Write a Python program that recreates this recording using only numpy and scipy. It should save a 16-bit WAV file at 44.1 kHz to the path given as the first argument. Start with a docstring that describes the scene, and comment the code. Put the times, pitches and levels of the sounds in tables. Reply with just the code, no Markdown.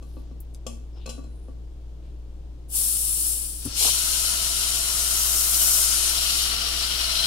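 """An over-carbonated bottle of beer is opened in a kitchen sink: gas and foam burst from under its cap.
The opener's contacts excite damped modes of bottle and handle; crimps snap as filtered impulses.
Escaping gas is a rush of random bubble pops, coloured and panned; the leak chokes, then a puff drives beer out.
Foam sums four bubble sizes and grows coarser as the pressure falls; falling beer thuds on the basin's modes
and splashes as short noise bands. Appliance motors hum as wavering sines over the noise of room air."""
import sys
import numpy as np
from scipy import signal
from scipy.fft import rfft, irfft, next_fast_len
from scipy.io import wavfile

SR = 44100
rng = np.random.default_rng(int(sys.argv[2]) if len(sys.argv) > 2 else 0)


def log_audio(samples):
    """Write samples as a 16-bit WAV file to the path given in sys.argv[1]."""
    # one column per channel
    frames = np.atleast_2d(samples).T
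    # limit to full scale, then quantise
    limited = np.clip(frames, -1, 1)
    pcm = np.round(limited * 32767).astype(np.int16)
    wavfile.write(sys.argv[1], SR, pcm)


N = 320166


def from_db(db):
    """Logarithmic level: decibels become an amplitude gain."""
    return np.exp(np.log(10) / 20 * np.asarray(db))


def rms_one(x):
    """Power normalisation: scale to unit rms."""
    return x / np.sqrt(np.mean(x ** 2) + 1e-20)


def in_time(rows):
    """Linear interpolation: each column of a curve table, one value per sample."""
    s, *columns = np.transpose(rows)
    return [np.interp(np.arange(N) / SR, s, column) for column in columns]


def at_hz(points, hz):
    """Logarithmic pitch: interpolate a table on a log-frequency axis."""
    table_hz, values = np.transpose(points)
    return np.interp(np.log(hz + 1e-3), np.log(table_hz), values)


def since(start_s):
    """Elapsed time: seconds gone by after start_s, 0 before."""
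    return np.maximum(np.arange(N) / SR - start_s, 0)


def fade(start_s, end_s):
    """Linear onset: a ramp that is 0 at start_s and 1 at end_s."""
    return np.clip((np.arange(N) / SR - start_s) / (end_s - start_s), 0, 1)


def bump(centre_s, width_s):
    """Gaussian envelope: a smooth swell of height 1."""
    return np.exp(-((np.arange(N) / SR - centre_s) / width_s) ** 2)


def drift(rate):
    """Slow random modulation: normal knots of spread 1, rate per second, joined by lines."""
    knots = rng.standard_normal(4000)
    return np.interp(np.arange(N) / SR * rate, np.arange(len(knots)), knots)


def band(x, low_hz, high_hz):
    """Band limitation: a causal Butterworth band-pass."""
    edges_hz = [low_hz, min(high_hz, .45 * SR)]
    return signal.sosfilt(signal.butter(2, edges_hz, "band", fs=SR, output="sos"), x + 1e-18)


def ring(clicks, hz, t60):
    """Damped resonance: a unit click sets a decaying sine of initial height 1 ringing."""
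    decay = from_db(-60 / (t60 * SR))
    angle = 2 * np.pi * hz / SR
    return signal.lfilter([0, np.sin(angle)], [1, -2 * decay * np.cos(angle), decay ** 2], clicks + 1e-18)


def colour(pair, spectrum, likeness, pan, resonances=()):
    """Interaural coherence: two unrelated signals get a spectrum and a stereo place; their mid has rms 1."""
    size = next_fast_len(N)
    hz = np.arange(size // 2 + 1) * SR / size
    a, b = rfft(pair, size)
    level_db = at_hz(spectrum, hz)
    for centre_hz, width_hz, db in resonances:
        level_db = level_db + db / (1 + (2 * (hz - centre_hz) / width_hz) ** 2)
    # roll off beyond both ends of the spectrum table
    top_edge = 1 / (1 + (hz / spectrum[-1][0] / 1.2) ** 8)
    low_edge = 1 / (1 + (.7 * spectrum[0][0] / (hz + 1)) ** 4)
    sides = np.array([[1], [-1]])
    alike = np.clip(at_hz(likeness, hz), -1, 1)
    both = np.sqrt(1 + alike) * a + np.sqrt(1 - alike) * b * sides
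    gain = top_edge * low_edge * from_db(level_db + sides * at_hz(pan, hz) / 2)
    out = irfft(both * gain, size)[:, :N]
    return out / np.std(out.mean(axis=0))


def reflect(x, t60):
    """Diffuse reverberation: dense decaying reflections, different at each ear, from a unit-energy response."""
    t = np.arange(SR // 2) / SR
    echoes = rng.standard_normal((2, len(t))) * from_db(-60 * t / t60) * (1 - np.exp(-t / .002))
    echoes /= np.sqrt(np.sum(echoes ** 2, axis=1, keepdims=True))
    return signal.oaconvolve(np.atleast_2d(x), echoes[:, t < t60], axes=1)[:, :N]


SINK_T60_S = 0.083


def bursts(per_s, spread_db):
    """Shot noise: random pops of uneven size on two sides of the cap, heard directly and off the sink walls."""
    chance = rng.laplace(0, 1, (2, N))
    sizes = np.sign(chance) * from_db(spread_db * np.minimum(np.abs(chance), 6))
    pops = sizes * (rng.random((2, N)) < per_s / SR)
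    # the outflow wanders round the rim, so the echoes shift in colour
    turn = np.pi / 4 + .5 * drift(2.093)
    echo_a = np.cos(turn) * reflect(pops[0], SINK_T60_S)
    echo_b = np.sin(turn) * reflect(pops[1], SINK_T60_S)
    return pops + echo_a + echo_b


def swishes(rows, pan_db, grain_db):
    """Band noise: short, uneven swells, partly alike at both ears."""
    out = np.zeros((2, N))
    for s, length, db, hz, octaves in rows:
        progress = fade(s, s + length)
        during = (progress % 1) > 0
        swell = np.sqrt(np.sin(np.pi * progress[during])) * from_db(grain_db * drift(250)[during])
        noise = rng.standard_normal((3, SR))
        half_width = 2 ** (octaves / 2)
        noise = rms_one(band(noise[2] + 0.61 * noise[:2], hz / half_width, hz * half_width))
        out[:, during] += from_db(db) * swell * noise[:, -len(swell):]
    return out * from_db([[pan_db / 2], [-pan_db / 2]])


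# appliance motors and mains: (frequency [Hz], rms level [dB])
HUM = [(18.4, -47), (39.0, -51), (58.1, -37.5), (61.6, -60), (120, -57), (238, -91), (301, -61.5)]
# spectrum of room air: (frequency [Hz], relative density [dB per Hz])
AIR = [(25, 12.5), (100, -3.5), (165, 4), (195, -10.5), (310, -0.5), (450, -8.5), (800, -16.5),
       (1300, -25.5), (2000, -30.5), (3200, -27), (6000, -31.5), (9500, -36.5), (12700, -41.5),
       (15800, -43)]
# stereo balance of room air: (frequency [Hz], left minus right [dB])
AIR_PAN = [(60, 2.8), (500, 3.7), (3000, 4.3), (12000, 3.9)]
# coherence of room air between the ears: (frequency [Hz], left-right likeness [-1 to 1])
AIR_LIKENESS = [(100, 0.94), (300, 0.59), (800, 0.3), (2500, 0.046)]
AIR_DB = -49.5


def kitchen():
    """Periodic machine tones: motors hum with a slight waver over the soft rush of room air."""
    t = np.arange(N) / SR - np.array([[0], [.0007]])   # the hum reaches the right ear a little later
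    hum = np.zeros((2, N))
    for hz, db in HUM:
        height = np.sqrt(2) * from_db(db + 0.8 * drift(3.12))
        hum += height * np.sin(2 * np.pi * (hz * t + rng.random()) + 0.04 * drift(1.9))
    air = colour(rng.standard_normal((2, N)), AIR, AIR_LIKENESS, AIR_PAN)
    return hum * from_db([[.8], [-.8]]) + from_db(AIR_DB) * air


def crunch(at, level_db, low_hz, high_hz, t60):
    """Stick-slip friction: band noise of tiny slips builds up and dies away as the crimped metal gives."""
    clicks = np.zeros(N)
    clicks[at] = from_db(level_db)
    t = np.arange(SR // 4) / SR
    envelope = from_db(-60 * t / t60) * (1 - np.exp(-t / 0.0015))
    force = signal.oaconvolve(clicks, envelope)[:N]
    return force * from_db(4.3 * drift(400)) * rms_one(band(rng.standard_normal((2, N)), low_hz, high_hz))


# opener on cap: (time [s], knock level [dB], bright bottle ring re knock [dB], steel handle re knock [dB])
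CONTACTS = [(0.025, -45, -8.5, -17), (0.168, -43.5, -31, -19), (0.312, -51, -25, -26), (0.666, -32, 2, -26),
            (1.060, -38.5, 1, -3.5), (1.075, -40, -9, -9), (1.092, -37, 6, -19), (1.1, -48, 10, -12),
            (1.18, -43.5, -31, -31), (1.193, -45.5, -21, -26), (1.24, -49, -6, -11), (1.484, -46, -20, -28)]
# modes of the capped bottle: (frequency [Hz], relative level [dB], decay t60 [s])
BOTTLE = [(236, -7, 0.36), (451, -6.5, 0.062), (533, 7, 0.05), (641, -8, 0.11), (1146, -3.5, 0.075),
          (2610, -11, 0.098), (2630, -27, 0.5), (2880, -15, 0.13), (3280, -8.5, 0.068), (5140, -10, 0.085),
          (5300, -16, 0.11), (5800, -18, 0.083), (5780, -24, 0.2), (6340, -20, 0.12), (7170, -11, 0.14),
          (7350, -14, 0.11), (7530, -14, 0.18), (9640, -1, 0.19), (11100, -11, 0.14)]
# modes of the steel handle, in close pairs that beat: (frequency [Hz], relative level [dB], decay t60 [s])
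HANDLE = [(1448, -14, 0.84), (1502, -9, 0.85), (2584, 1, 0.19), (2720, -13, 0.28), (3994, -9, 0.4),
          (4120, -8, 0.27), (4180, 0.5, 0.22), (4300, -9, .26), (4689, -15, 0.2)]
# steel sliding on the cap: (time [s], length [s], level [dB], centre [Hz], width [octaves])
RUBS = [(0.0, 0.25, -70.5, 10500, .5), (0.0, 0.34, -70, 4200, 1.1), (.93, .08, -66, 5200, 0.13),
        (.95, 0.24, -62, 3270, .6), (.94, 0.071, -63, 750, 1.1), (1.2, .34, -73, 9800, 0.27),
        (2.02, 0.092, -70, 3130, 1.1)]
TICK_DB = -13.5   # the highest modes, relative to the bright ring
THUMP_DB, THUMP_SOFTNESS = -11.5, 0.61   # dB re knock; the duller a touch, the more it thumps, dB per dB
KITCHEN_T60_S = 0.38


def opener():
    """Modal excitation: each bite crunches the cap and rings bottle and handle; the kitchen answers."""
    s, knock_db, bright_db, steel_db = np.transpose(CONTACTS)
    at = np.round(s * SR).astype(int)
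    ring_db, handle_db = knock_db + bright_db, knock_db + steel_db
    tick_db = ring_db + TICK_DB
    thump_db = knock_db + THUMP_DB - THUMP_SOFTNESS * bright_db
    out = crunch(at, knock_db - 7.0, low_hz=320, high_hz=750, t60=0.075)
    out += crunch(at, thump_db, low_hz=222, high_hz=282, t60=0.11)
    out += crunch(at, ring_db - 6, low_hz=2500, high_hz=3500, t60=.035)
    out += crunch(at, ring_db - 1, low_hz=4800, high_hz=8000, t60=.048)
    out += crunch(at, tick_db + 0.5, low_hz=8900, high_hz=12500, t60=0.065)
    # low modes follow the knock, middle ones the bright ring, the highest the tick
    drive_db = [knock_db if hz < 2000 else ring_db if hz < 9000 else tick_db for hz, db, t60 in BOTTLE]
    drive_db += [handle_db] * len(HANDLE)
    for (hz, db, t60), mode_drive_db in zip(BOTTLE + HANDLE, drive_db):
        clicks = np.zeros(N)
        clicks[at] = from_db(mode_drive_db + db - 4 + rng.normal(0, 1, len(at)))
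        out += ring(clicks, hz, t60)
    out = out + from_db(-4.5) * reflect(out, KITCHEN_T60_S)
    return out * from_db([[1.5], [-3]]) + swishes(RUBS, pan_db=9, grain_db=2.5)


# crimps of the cap snapping as they bend: (time [s], level before a 6 dB lift [dB], low [Hz], high [Hz])
SNAPS = [(0.4037, -27, 9200, 15500), (0.407, -24.5, 10400, 15900), (0.54, -37, 8000, 12000),
         (0.547, -29, 4500, 10500), (0.5478, -29, 3500, 10900)]


def crimps():
    """Impulse response: each tiny dry snap is a band-passed impulse, echoed by the sink."""
    out = np.zeros(N)
    for s, db, low_hz, high_hz in SNAPS:
        at = round(s * SR)
        out[at:at + 256] += from_db(db + 6) * band(signal.unit_impulse(256), low_hz, high_hz)
    return (out + from_db(-3.5) * reflect(out, SINK_T60_S)) * from_db([[2], [-2]])


# spectra of the gas hiss, its finest part and wet spitting: (frequency [Hz], relative density [dB per Hz])
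GAS = [(4000, -29), (6000, -15), (6800, -14), (7600, -5.5), (8400, -4.5), (9400, 0.5), (9900, 1.5),
       (10700, -6), (11500, 0), (12700, -17), (14000, -7.5), (15800, -8.5)]
MIST = [(10500, -7.5), (12400, -5.5), (13800, -7), (14700, -7.5), (16000, -11)]
SPIT = [(300, -7), (900, -14.5), (1250, -12.5), (1700, -11.5), (2200, -9.5), (2700, -3.5), (3300, -3.5),
        (4400, 1), (5600, 5.5), (6500, -3.5), (8000, 0)]
# resonances of the hollow between cap, hand and sink: (frequency [Hz], width [Hz], boost [dB])
HOLLOW = [(695, 110, 11.5), (1362, 150, 4), (2940, 200, 4), (3208, 18, 5.5), (3783, 110, 5.5),
          (4180, 490, 6.5), (5060, 37, 7.5), (5600, 190, 6), (7190, 130, 5), (7570, 100, 5), (9300, 120, 3),
          (9900, 170, 3)]
# stereo balance of gas and foam: (frequency [Hz], left minus right [dB])
FIZZ_PAN = [(60, 0), (99, 4), (160, 24), (270, 3), (450, 8), (740, 13), (1220, 11.5), (2010, 3),
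            (3330, 8.5), (5500, 5), (9080, 7.5), (15000, -0.5)]
# coherence of gas and foam between the ears: (frequency [Hz], left-right likeness [-1 to 1])
FIZZ_LIKENESS = [(150, 1), (300, 0.34), (500, 0.41), (620, -.1), (800, 0.33), (1050, -0.16), (1300, 0.64),
                 (1550, 0.27), (2100, -0.37), (3000, -0.0084)]
# the seal gives: the hiss swells, overshoots, holds, then dies as liquid chokes the gap
LEAK_S, LEAK_ATTACK_S, LEAK_DB = 2.6764, 0.095, -27
OVERSHOOT_DB, OVERSHOOT_S = 2.5, 0.15
CHOKE_S, CHOKE_DB_PER_S = 3.303, 39.5
SPIT_DB, SPIT_FOLLOWS = -40, 0.86   # wet spitting, and its share of the hiss's swing
TOP_DB, TOP_FOLLOWS = -35, 2.1   # the finest hiss needs the most pressure and dies first
# a puff of gas drives out the first slug of beer
PUFF_S, PUFF_DB, PUFF_T60_S = 3.651, -34, 0.086
# beer wells up in the gap and spits ahead of the foam
WELL_S, WELL_WIDTH_S, WELL_DB = 3.74, 0.084, -38.5


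def gas():
    """Turbulent jet noise: gas hisses and spits through the wet seal until liquid chokes it; a puff follows."""
    overshoot_db = OVERSHOOT_DB * np.exp(-(since(LEAK_S + LEAK_ATTACK_S) / OVERSHOOT_S) ** 2)
    flow_db = overshoot_db - CHOKE_DB_PER_S * since(CHOKE_S)
    puff = from_db(PUFF_DB - 60 * since(PUFF_S) / PUFF_T60_S) * (since(PUFF_S) > 0)
    well = from_db(WELL_DB) * bump(WELL_S, WELL_WIDTH_S)
    hiss = colour(bursts(per_s=30000, spread_db=2.5), GAS, FIZZ_LIKENESS, FIZZ_PAN, HOLLOW)
    top = colour(bursts(per_s=30000, spread_db=0.0), MIST, FIZZ_LIKENESS, FIZZ_PAN)
    spit = colour(bursts(per_s=12000, spread_db=3.0), SPIT, FIZZ_LIKENESS, FIZZ_PAN)
    leak = hiss * (from_db(LEAK_DB + flow_db) + puff)
    leak += top * from_db(TOP_DB + TOP_FOLLOWS * flow_db)
    leak += spit * (from_db(SPIT_DB + SPIT_FOLLOWS * flow_db) + well)
    return leak * from_db(.5 * drift(60)) * fade(LEAK_S, LEAK_S + LEAK_ATTACK_S) ** 2


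# foam jet at the cap: (time [s], spray level before the gush [dB], coarseness: big bubbles over spray [dB])
FOAM = [(4.0, -27.5, -3.5), (4.04, -27, -4), (4.65, -29, -3), (5.42, -25.5, -8), (5.76, -23.5, -7.5),
        (6.22, -28, -0.5), (6.4, -27, -0.5), (6.59, -34.5, 4.5), (7.26, -32.5, 5)]
# spectra of three larger bubble sizes, small to large: (frequency [Hz], relative density [dB per Hz])
SPRAY = [(3500, -23.5), (6000, -2), (6600, -4), (7400, -1.5), (8300, -3), (9600, 1.5), (10600, -6),
         (11500, -0.5), (12400, -19), (14000, -34)]
COARSE = [(1500, -22.5), (2200, -6.5), (2800, 1), (4100, -1), (4800, 2), (5700, 0.5), (6300, -11),
          (8000, -51)]
FROTH = [(130, -12.5), (300, -3), (480, -6.5), (700, -7), (950, -5), (1200, 1), (1450, 1.5), (1650, -2.5),
         (2000, 1.5), (3000, -7)]
# breathy whistles of foam in the gap: (time [s], length [s], level [dB], centre [Hz], width [octaves])
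WHISTLES = [(6.38, 0.58, -51, 5770, .08), (7.06, 0.47, -37.5, 4110, 0.018), (7.13, 0.22, -41, 3230, 0.046)]
GUSH_S, GUSH_WIDTH_S, GUSH_DB = 3.86, 0.082, 4.5   # the first gush overshoots
COARSE_DB, COARSE_FOLLOWS = -0.78, 1.096   # big bubbles re spray; dB per dB of coarseness
MIST_DB, MIST_BELOW_DB, MIST_GROWTH = -7.5, -5, 1.9   # mist grows once coarseness is below this, dB per dB
FROTH_DB, FROTH_DB_PER_S = -43, 0.9   # froth piles up on the bottle
# the spray starts once the gap is clear, froth gathers more slowly: (start s, full s)
SPRAY_IN, FROTH_IN = (3.715, 3.795), (3.54, 3.98)
SURGE_DB, SURGES_PER_S = 0.58, 7.3   # each size of bubble comes in small surges


def foam():
    """Bubble acoustics: of four bursting sizes, the smaller are higher and more numerous; coarseness mixes them."""
    jet_db, coarseness_db = in_time(FOAM)
    jet_db = jet_db + GUSH_DB * bump(GUSH_S, GUSH_WIDTH_S)
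    mist_db = jet_db + MIST_DB + MIST_GROWTH * np.maximum(MIST_BELOW_DB - coarseness_db, 0)
    coarse_db = jet_db + COARSE_DB + COARSE_FOLLOWS * coarseness_db
    froth_db = FROTH_DB + FROTH_DB_PER_S * since(GUSH_S)
    sizes = [(MIST, mist_db, SPRAY_IN, bursts(per_s=30000, spread_db=2.5)),
             (SPRAY, jet_db, SPRAY_IN, bursts(per_s=12000, spread_db=2.0)),
             (COARSE, coarse_db, SPRAY_IN, bursts(per_s=4000, spread_db=2.7)),
             (FROTH, froth_db, FROTH_IN, bursts(per_s=3000, spread_db=1.5))]
    fizz = np.zeros((2, N))
    for spectrum, db, onset, pops in sizes:
        level = from_db(db + SURGE_DB * drift(SURGES_PER_S)) * fade(*onset) ** 1.74
        fizz += level * colour(pops, spectrum, FIZZ_LIKENESS, FIZZ_PAN, HOLLOW)
    sputter_db = 0.63 * drift(70)   # the flow through the gap is uneven
    return fizz * from_db(sputter_db) + swishes(WHISTLES, pan_db=19, grain_db=4.5)


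# the first slug of beer lands: (time [s], level [dB])
THUDS = [(3.653, -30), (3.6607, -24.5), (3.674, -28)]
# modes of the sink basin: (frequency [Hz], relative level [dB], decay t60 [s])
BASIN = [(103, -5, 0.11), (175, -7, .05), (267, 1, 0.057)]
# beer splashing on the sink floor: (time [s], length [s], level [dB], centre [Hz], width [octaves])
SPLASHES = [(3.651, 0.024, -48, 760, 1.6), (3.802, 0.044, -39.5, 614, 1.3), (3.847, 0.011, -32.5, 720, 0.9),
            (3.853, .012, -39.5, 256, 0.44), (3.855, 0.047, -36.5, 710, 1.4)]


def spill():
    """Impact response: falling beer excites the basin's damped modes as a dull thud, then splashes."""
    clicks = np.zeros(N)
    for s, db in THUDS:
        clicks[round(s * SR)] = from_db(db)
    thud = sum(from_db(db) * ring(clicks, hz, t60) for hz, db, t60 in BASIN)
    thud = band(thud, low_hz=70, high_hz=447) * from_db([[2], [-2]])
    return thud + swishes(SPLASHES, pan_db=4.0, grain_db=1.0)


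def scene():
    """Superposition: the sounds of kitchen and sink add."""
    return kitchen() + opener() + crimps() + gas() + foam() + spill()


CUTOFF_HZ = 15750


def record(dry):
    """Low-pass filtering: a steep elliptic filter cuts the top."""
    return signal.sosfilt(signal.ellip(12, .1, 80, CUTOFF_HZ, fs=SR, output="sos"), dry)


dry = scene()
out = record(dry)
log_audio(out)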